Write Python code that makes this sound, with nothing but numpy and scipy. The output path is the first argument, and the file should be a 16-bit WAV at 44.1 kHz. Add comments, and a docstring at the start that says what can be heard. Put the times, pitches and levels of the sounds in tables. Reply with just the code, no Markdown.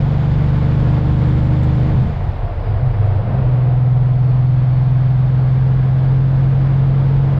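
"""Diesel truck cab through one upshift

Inside the cab of a six-cylinder diesel semi truck pulling along a road. The engine's drone is a sum of
crank orders, with firing noise over it; the turbo is a whistle whose pitch runs down after the lift.
While the truck coasts, filtered noise and wavering low tones make the cab shudder and boom.
Then the next gear takes the load with a deep boom. Tyres and wind are coloured noise throughout."""
import sys
import numpy as np
from scipy import signal
from scipy.fft import rfft, irfft, next_fast_len
from scipy.io import wavfile
from scipy.ndimage import uniform_filter1d, minimum_filter1d

SR = 44100
rng = np.random.default_rng(int(sys.argv[2]) if len(sys.argv) > 2 else 0)


def store_pcm(level_fs):
    """Save levels as 16-bit WAV."""
    pcm = np.round(np.clip(level_fs, -1, 1) * 32767).astype(np.int16)
    wavfile.write(sys.argv[1], SR, np.atleast_2d(pcm).T)


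N = 325899
TIME = np.arange(N) / SR
FFT_SIZE = next_fast_len(N, True)
BINS = np.fft.rfftfreq(FFT_SIZE, 1 / SR)  # Hz

# The driver's foot: pull, lift, a little between the gears, pull again.
# Each row: time in seconds, throttle from 0 to 1.
THROTTLE = [(0, 0.92), (1.35, 0.96), (1.85, 0.73), (2.05, 0.49), (2.13, 0.3), (2.38, 0.08), (2.55, 0.08),
            (2.8, 0.28), (3.27, 0.22), (3.38, .5), (3.47, 0.8), (3.85, 0.88), (7.39, 0.79)]
# Spectrum of the cab's light fittings. Each row: frequency in Hz, relative density in dB per Hz.
FITTINGS_COLOUR = [(1500, -16), (3500, 10), (5500, 1.5), (8000, 4), (9500, -20), (12000, -9.5), (15000, -4)]

CRUISE = 25  # crank turns per second about which levels grow with the revs
CLUTCH_S = 3.37  # the clutch bites
# the driveline is slack from the lift until the next gear takes hold
SLACK_FROM_S, SLACK_TO_S, SLACK_IN_S, SLACK_OUT_S = 1.7, 3.56, 0.13, 0.34
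# road noise swells slowly and dies quickly, then eases after the shift
SWELL_S, SWELL_RISE_S, SWELL_FALL_S = 3.545, 0.5, 0.37
EASE_S, EASE_LENGTH_S = 3.6, 0.61


def gain_of(db):
    """Converts level to linear amplitude: 20 dB for each factor of ten."""
    return 10 ** (np.asarray(db) / 20)


def evened(x):
    """Normalises signal power, giving an rms of one."""
    return x / np.sqrt(np.mean(x ** 2) + 1e-20)


def curve(rows, axis=1):
    """Linear interpolation of one column of a control table, at every sample."""
    columns = np.transpose(rows)
    return np.interp(TIME, columns[0], columns[axis])


def read(points, hz):
    """Interpolates a spectrum table in dB along a logarithmic frequency axis."""
    f, value = np.transpose(points)
    return np.interp(np.log(hz + 1), np.log(f + 1), value)


def noise(gains):
    """Spectral shaping: white noise weighted in each frequency bin, then set to an rms of one."""
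    spectrum = rfft(rng.standard_normal(FFT_SIZE)) * gains
    return evened(irfft(spectrum, FFT_SIZE)[:N])


def band(width_hz):
    """Narrow-band modulation: slow noise that spreads a tone into a band of this half width."""
    return noise(1 / (1 + (BINS / width_hz) ** 2))


def wander(rate_hz):
    """Slow random drift: straight lines between normally distributed knots of unit deviation."""
    knots = np.arange(0, N / SR + 1, 1 / rate_hz)
    return np.interp(TIME, knots, rng.standard_normal(len(knots)))


def ramp(middle_s, length_s):
    """A linear fade from zero to one, centred on a moment."""
    return np.clip(.5 + (TIME - middle_s) / length_s, 0, 1)


def bell(x, width):
    """A Gaussian hump of height one around zero, down to 1/e at the width."""
    return np.exp(-(x / width) ** 2)


def cab_gain(hz):
    """Room resonance: the cab's standing waves raise or lower the level near their own frequencies."""
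    # Each row: centre in Hz, half width in Hz, peak gain in dB.
    cab_modes = [(317.4, 25, 7.5), (408, 32, -4), (446, 18, 6.5), (690, 23, 6.5), (788, 24, -6),
                 (1020, 55, 1.5)]
    grid = np.arange(1500)
    db = sum(peak_db * bell(grid - centre, width) for centre, width, peak_db in cab_modes)
    return np.interp(hz, grid, gain_of(db))


def slack():
    """Driveline unloading: one while the driveline is slack, zero in gear."""
    return ramp(SLACK_FROM_S, SLACK_IN_S) - ramp(SLACK_TO_S, SLACK_OUT_S)


def shudder_gain():
    """Panel vibration amplitude: faint under load, building for as long as the driveline is slack."""
    base_db, slack_db, growth_db_per_s = -39, 14.5, 1.5
    return gain_of(base_db + slack() * (slack_db + growth_db_per_s * (TIME - SLACK_FROM_S)))


def crank_speed():
    """Gear ratios set crank speed: it climbs in each gear and falls between them, with a brief flare."""
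    # Crank speed in the lower and the higher gear. Each row: time in seconds, turns per second.
    low_gear = [(0, 23.88), (0.9, 24.8), (1.6, 25.3), (2.05, 25.36)]
    high_gear = [(3.5, 20.8), (4.1, 20.91), (5.3, 21.41), (6.1, 21.96), (7.39, 22.81)]
    run_down_s, flare, flare_s = .5, .8, .08  # flare in turns per second
    matched = (low_gear[-1][0] + run_down_s, high_gear[0][1])
    speed = curve([*low_gear, matched, *high_gear])
    return speed + flare * bell(TIME - CLUTCH_S, flare_s)


def pull_db(speed):
    """Load dependence: throttle sets the low orders; the upper ones also grow with the revs."""
    throttle = np.maximum(curve(THROTTLE), 1e-3)
    full_db, shut_loss_db, db_per_rev = 0.56, 15, 1.08
    # a grumble as the clutch bites
    grumble_db, grumble_s = 8.5, 0.12
    grumble = grumble_db * bell(TIME - (CLUTCH_S - grumble_s / 2), grumble_s)
    low_db = 20 * np.log10(throttle)
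    upper_db = full_db - shut_loss_db * (1 - throttle) + db_per_rev * (speed - CRUISE) + grumble
    return low_db, upper_db


def road(gust_db=0.83, boxiness=0.43):
    """Broadband flow and contact noise: tyres and wind coloured by the cab, over chassis rumble."""
    # Tyres and wind. Each row: frequency in Hz, relative density in dB per Hz.
    road_colour = [(120, -8), (200, -5), (280, -6), (360, -7.5), (470, -8), (600, -3), (740, -3),
                   (1000, -8.5), (1300, -13.5), (2000, -19), (3500, -30), (5000, -37.5), (6500, -57),
                   (10000, -91)]
    # Chassis rumble. Each row: frequency in Hz, relative density in dB per Hz.
    rumble_colour = [(8, -19.5), (18, -9.5), (27, -6), (36, -3), (48, -4), (65, -10.5), (100, -11.5),
                     (160, -14), (240, -33), (400, -77)]
    roar_base_db, swell_db, rumble_base_db, rumble_ease_db = -33.5, 3, -25, -5.5
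    # after the shift the roar sinks, then creeps back as the truck gathers speed
    lull_db, creep_db_per_s = -3.5, 0.71
    eased = ramp(EASE_S, EASE_LENGTH_S)
    swell = bell(TIME - SWELL_S, np.where(TIME < SWELL_S, SWELL_RISE_S, SWELL_FALL_S))
    roar_db = roar_base_db + swell_db * swell + eased * (lull_db + creep_db_per_s * (TIME - EASE_S))
    colour = gain_of(read(road_colour, BINS)) * cab_gain(BINS) ** boxiness
    roar = gain_of(roar_db + gust_db * wander(12)) * noise(colour)
    rumble = noise(gain_of(read(rumble_colour, BINS)))
    return roar + gain_of(rumble_base_db + rumble_ease_db * eased) * rumble


def howl(swell_db=5):
    """Modal filtering: tyre noise howls in the cab's middle modes while coasting, with a narrow moan."""
    howl_hz, howl_width_hz, howl_db = 586, 274, -40.5
    moan_hz, moan_width_hz, moan_s, moan_db = 727, 30, .8, -42
    howl_mode = 1 / (1 + ((BINS - howl_hz) / howl_width_hz) ** 4)
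    moan_mode = 1 / (1 + ((BINS - moan_hz) / moan_width_hz) ** 2)
    moan = gain_of(moan_db) * bell(TIME - SWELL_S, moan_s) * noise(moan_mode)
    level = gain_of(howl_db + swell_db * bell(TIME - SWELL_S, SWELL_RISE_S))
    # the howl stops as the roar eases
    coasting = ramp(SLACK_FROM_S, SLACK_IN_S) - ramp(EASE_S, EASE_LENGTH_S)
    return moan + level * coasting * noise(howl_mode)


def shudder():
    """Resonance under random excitation: road shocks, as steady noise, drum one low panel mode."""
    panel_hz, panel_width_hz = 92.5, 34
    mode = 1 / (1 + ((BINS - panel_hz) / panel_width_hz) ** 2) ** 2
    return shudder_gain() * noise(mode)


def rattles(rise=0.0018, t60=0.084):
    """Impact with exponential decay: short, dry chinks from loose fittings (times in seconds)."""
    # Each row: start in seconds, level in dB before the soft onset.
    chinks = [(1.631, -44.5), (3.061, -57), (3.154, -64)]
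    envelope = np.zeros(N)
    for s, db in chinks:
        age = np.maximum(TIME - s, 0)
        envelope += gain_of(db - 60 * age / t60) * (1 - np.exp(-age / rise))
    return envelope * noise(gain_of(read(FITTINGS_COLOUR, BINS)))


def ticks(speed):
    """A Poisson-like train of decaying impacts: fittings tick at random while the revs are high."""
    per_s, floor_db, spread_db, t60_s = 12, -69, 4, 0.025
    hits = (rng.random(N) < per_s / SR) * (speed > CRUISE - 2)
    sizes = gain_of(floor_db + spread_db * np.minimum(rng.exponential(1, N), 2))
    decay = np.exp(-np.log(1000) / (t60_s * SR))
    envelope = signal.lfilter([1], [1, -decay], hits * sizes + 1e-20)
    return envelope * noise(gain_of(read(FITTINGS_COLOUR, BINS)))


def booms(wobble=0.016, lumpy=0.13):
    """Low cavity tones under random modulation: the slack driveline's booms, each at its own pitch."""
    # Each row: centre in seconds, half length in seconds, pitch in Hz, level in dB.
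    swells = [(2.14, 0.035, 38, -24), (2.287, .06, 62, -24), (2.464, 0.065, 97, -22),
              (2.734, 0.13, 103, -20), (2.858, 0.06, 127, -17.5), (2.996, 0.1, 102, -16.5),
              (3.155, 0.11, 100, -18), (3.263, .05, 85, -21), (3.433, 0.15, 64, -25.5)]
    out = np.zeros(N)
    for s, length, hz, db in swells:
        angle = 2 * np.pi * np.cumsum(hz * (1 + wobble * wander(24.95))) / SR
        out += gain_of(db) * bell(TIME - s, length) * (1 + lumpy * wander(35)) * np.sin(angle)
    return np.sqrt(2) * out


def lurches():
    """Transient excitation: each change of load gives a soft low heave and a short groan."""
    # Each row: centre in seconds, half length in seconds, heave in dB, ringing in Hz, ringing in dB.
    load_changes = [(2.03, 0.083, -21, 176.8, -29), (3.348, 0.12, -21.5, 195, -30.5)]
    # The heave. Each row: frequency in Hz, relative density in dB per Hz.
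    heave_colour = [(25, -8.5), (55, -6), (85, 0), (130, 7.5), (240, -5), (330, -22.5), (600, -74.5)]
    heave = noise(gain_of(read(heave_colour, BINS)))
    out = np.zeros(N)
    for s, length, db, hz, ring_db in load_changes:
        groan = np.sqrt(2) * np.sin(2 * np.pi * hz * TIME)
        out += bell(TIME - s, length) * (gain_of(db) * heave + gain_of(ring_db) * groan)
    return out


def shaft(level_db=-25, wobble=0.05, lumpy=0.25):
    """Once-per-turn vibration: the slack drive shaft throbs, wandering in pitch and coming in lumps."""
    shaft_speed = 36  # mean turns per second
    # from when the revs have fallen until the gear bites
    from_s, to_s, fade_s = 2.28, 3.3, 0.3
    turns = np.cumsum(shaft_speed * (1 + wobble * wander(15))) / SR
    tone = gain_of(level_db) * (1 + lumpy * wander(13)) * np.cos(2 * np.pi * turns)
    return np.sqrt(2) * (ramp(from_s, fade_s) - ramp(to_s, fade_s)) * tone


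def gearbox(turns):
    """Gear-mesh tone: the loaded pair sings a blurred note locked to crank speed."""
    # Each row: start in seconds, end in seconds, fade in seconds, cycles per crank turn,
    # half width in Hz, level in dB.
    whines = [(-.3, 2.4, 0.18, 35.5, 35, -46.5), (4.9, 6.9, 1.1, 75, 109.2, -50.5)]
    out = np.zeros(N)
    for start, end, fade, mesh, width_hz, db in whines:
        angle = 2 * np.pi * mesh * turns
        note = band(width_hz) * np.cos(angle) + band(width_hz) * np.sin(angle)
        out += gain_of(db) * (ramp(start, fade) - ramp(end, fade)) * note
    return out


def turbo(width_hz=55, level_db=-3, core=.8, jitter_hz=11):
    """Rotor whistle: a frequency-modulated core in a band of rushing air; it runs down, then spools up."""
    # Each row: time in seconds, mean pitch in Hz.
    whistle_hz = [(0, 7000), (.5, 7090), (1.1, 7370), (1.55, 7490), (1.8, 7340), (2.08, 7020), (2.2, 6430),
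                  (2.35, 5820), (2.71, 4750), (3.1, 4150), (4.3, 4340), (5.4, 4450), (7.39, 4630)]
    # Each row: time in seconds, level in dB before the overall level_db.
    whistle_db = [(0, -70), (.6, -71), (1.5, -69), (2.1, -75), (2.45, -78), (2.58, -65), (2.72, -62),
                  (2.82, -76), (3.9, -73), (4.3, -63), (5.4, -62), (6, -69), (7.39, -71.5)]
    angle = 2 * np.pi * np.cumsum(curve(whistle_hz) + jitter_hz * wander(40)) / SR
    whistle = (core + band(width_hz) / 2) * np.sin(angle) + band(width_hz) / 2 * np.cos(angle)
    return gain_of(curve(whistle_db) + level_db) * evened(whistle)


def clatter_db(speed):
    """First-order lag: level follows the revs, the throttle, and the boost that trails behind it."""
    base_db, db_per_rev = -44.5, 1.07
    shut_loss_db, boost_loss_db, boost_lag_s = 5, 12.5, 0.99
    shut = 1 - curve(THROTTLE)
    keep = np.exp(-1 / (boost_lag_s * SR))
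    lost_boost = signal.lfilter([1 - keep], [1, -keep], shut)
    return base_db + db_per_rev * (speed - CRUISE) - shut_loss_db * shut - boost_loss_db * lost_boost


def clatter(speed, turns, depth=0.5, knock_share=0.19, uneven=.015, level_db=6):
    """Amplitude-modulated noise: a puff at each firing over the intake rush; cylinders differ in strength."""
    # Combustion and intake. Each row: frequency in Hz, relative density in dB per Hz.
    clatter_colour = [(150, -5), (300, 1), (450, -4), (650, 2.5), (1000, 3.5), (1400, 1.5), (1850, 0),
                      (2220, 0), (2600, -6), (3500, -5), (4050, -10.5), (4500, -11.5), (5300, -17),
                      (5800, -23), (6500, -23.5), (7500, -29), (8600, -43), (9700, -55), (12000, -56),
                      (15500, -71.5)]
    # six puffs a turn; the second value is the share of the firing interval gone by
    cylinder, since = np.divmod(6 * turns % 6, 1)
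    strength = 1 + uneven * rng.standard_normal(size=6)
    puffs = strength[cylinder.astype(int)] * (1 + depth * np.exp(-since / knock_share))
    rush = noise(gain_of(read(clatter_colour, BINS)))
    return gain_of(clatter_db(speed) + level_db) * evened(puffs * rush)


def hollow(turns, level_db=-3.0, throb=0.17):
    """Cavity resonance: a rough, boxy roar in the cab's middle modes, throbbing once a crank turn."""
    hollow_hz, hollow_width_hz = 454, 106
    # Each row: time in seconds, level in dB before the overall level_db.
    roar_level = [(0, -36), (.25, -35), (.8, -34.5), (1.05, -33), (1.95, -32), (2.22, -44), (2.5, -39),
                  (2.9, -34.5), (3.4, -32.5), (3.65, -34), (3.8, -38.5), (4.3, -38.5), (4.6, -47),
                  (5.1, -47), (5.35, -36.5), (6.6, -36), (7.2, -35), (7.39, -34)]
    mode = 1 / (1 + ((BINS - hollow_hz) / hollow_width_hz) ** 4)
    beat = 1 + throb * np.cos(2 * np.pi * turns)
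    return gain_of(curve(roar_level) + level_db) * beat * noise(mode * cab_gain(BINS) ** .5)


def growl(turns, level_db=-39, throb=0.97):
    """Periodic modulation of block noise, at each turn and each full two-turn cycle of the crank."""
    # Each row: frequency in Hz, relative density in dB per Hz.
    growl_colour = [(120, -16), (210, 10), (290, 1), (380, -7.5), (460, -7), (600, -10.5), (900, -10.5),
                    (1500, -21.5), (3000, -58)]
    beat = 1 + throb * (np.cos(2 * np.pi * turns) + np.cos(np.pi * turns))
    return gain_of(level_db) * beat * noise(gain_of(read(growl_colour, BINS)))


def rasp(speed, turns, ripple_db=7.0, count=110):
    """Harmonics through dense modes: upper orders and half orders swell and fade as they slide across."""
    # The cab's smooth colour. Each row: frequency in Hz, level in dB per order before ripple and load.
    rasp_colour = [(330, -66), (500, -55.5), (700, -62), (950, -62.5), (1500, -69), (2500, -74)]
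    mode_hz = np.arange(0, 3000, 14)
    ripple = ripple_db * np.clip(rng.standard_normal(len(mode_hz)), -2, 2)
    cab = gain_of(read(rasp_colour, mode_hz) + ripple)
    out = np.zeros(N)
    for order in 15.5 + np.arange(count) / 2:
        angle = 2 * np.pi * ((order * turns + rng.random()) % 1)
        out += np.interp(order * speed, mode_hz, cab) * np.cos(angle.astype(np.float32))
    return np.sqrt(2) * out


def drone(speed, turns, load_db, upper_follow=2.3, flutter=0.12, shake=4, flutter_hz=18):
    """Fourier synthesis of crank orders: the sixth booms at low revs; upper ones follow load most."""
    # Each row: vibrations per two crank turns, then levels in dB at the four speeds below,
    # before load and cab resonance.
    order_levels = [(3, -37.5, -39, -35.5, -37.5), (4, -31.5, -26.5, -28, -26.5),
                    (6, -32.5, -31.5, -23, -18), (7, -43.5, -32.5, -43, -37), (8, -32, -28.5, -23.5, -22.5),
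                    (9, -34.5, -25.5, -36.5, -29.5), (10, -30.5, -31, -18.5, -14.5),
                    (11, -33.5, -33.5, -43, -37.5), (12, -11.5, -11, -16, -17.5),
                    (13, -33.5, -34.5, -28.5, -31.5), (14, -23.5, -40.5, -29, -32),
                    (16, -33.5, -28.5, -31.5, -27.5), (18, -39.5, -37, -31, -30),
                    (20, -45.5, -37, -42.5, -44), (22, -41, -35, -39, -50.5),
                    (24, -41.5, -44.5, -37.5, -32), (26, -55.5, -52.5, -50, -47.5),
                    (28, -49, -41, -46.5, -48), (30, -49, -51.5, -44, -41.5), (36, -57.5, -63, -46.5, -47),
                    (38, -54, -52.5, -44, -40), (40, -58.5, -49.5, -51, -49), (44, -56.5, -51, -43, -39.5)]
    # Crank speeds of the four level columns, in turns per second.
    column_speeds = [21.1, 22.5, 24.2, 25.2]
    # frame and cab delay the low orders (cycles), the more the further they lie from the sixth
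    spread, spread_skew, half_order_lag = .12, .02, .25
    out = np.zeros(N)
    # the orders waver most while the cab shudders
    unsteady = flutter + shake * shudder_gain()
    for cycles, *levels_db in order_levels:
        order = cycles / 2  # a four-stroke cycle lasts two turns
        follow = 1 if order < 10 else upper_follow
        level = gain_of(np.interp(speed, column_speeds, levels_db) + load_db * follow)
        # the low orders smear into a dense beat; the upper ones arrive scattered
        delay = rng.random()
        if order < 10:
            away = order - 6
            delay = spread * away ** 2 - spread_skew * away ** 3 + half_order_lag * (2 * order % 2)
        angle = 2 * np.pi * ((order * turns - delay) % 1)
        steadiness = .25 if order == 6 else 1  # the booming order wavers least
        waver = unsteady * steadiness * wander(flutter_hz)
        out += level * cab_gain(order * speed) * (1 + waver) * np.cos(angle.astype(np.float32))
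    return np.sqrt(2) * out


def scene(hunt=0.0005):
    """Superposition: crank speed and load drive the engine tones; road and cab noises lie around them."""
    speed = crank_speed() * (1 + hunt * wander(10))
    turns = np.cumsum(speed) / SR
    load_db, upper_db = pull_db(speed)
    background = road() + howl() + shudder() + rattles() + ticks(speed)
    driveline = booms() + lurches() + shaft() + gearbox(turns)
    rough = gain_of(upper_db) * (rasp(speed, turns) + growl(turns))
    engine = drone(speed, turns, load_db) + rough + hollow(turns) + clatter(speed, turns) + turbo()
    return (background + driveline + engine)[None]


def record(dry, ceiling=0.55):
    """Peak limiting by a smoothed gain, then soft ends and a linear-phase low-pass filter."""
    edge_hz = 15600
    allowed = np.minimum(1, ceiling / (abs(dry[0]) + 1e-9))
    gain = uniform_filter1d(minimum_filter1d(allowed, size=1500), size=1500)
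    gain = gain * signal.windows.tukey(N, .001)
    low_pass = signal.firwin(511, edge_hz, window=("kaiser", 9), fs=SR)
    return signal.oaconvolve(dry * gain, low_pass[None], "same")


dry = scene()
out = record(dry)
store_pcm(out)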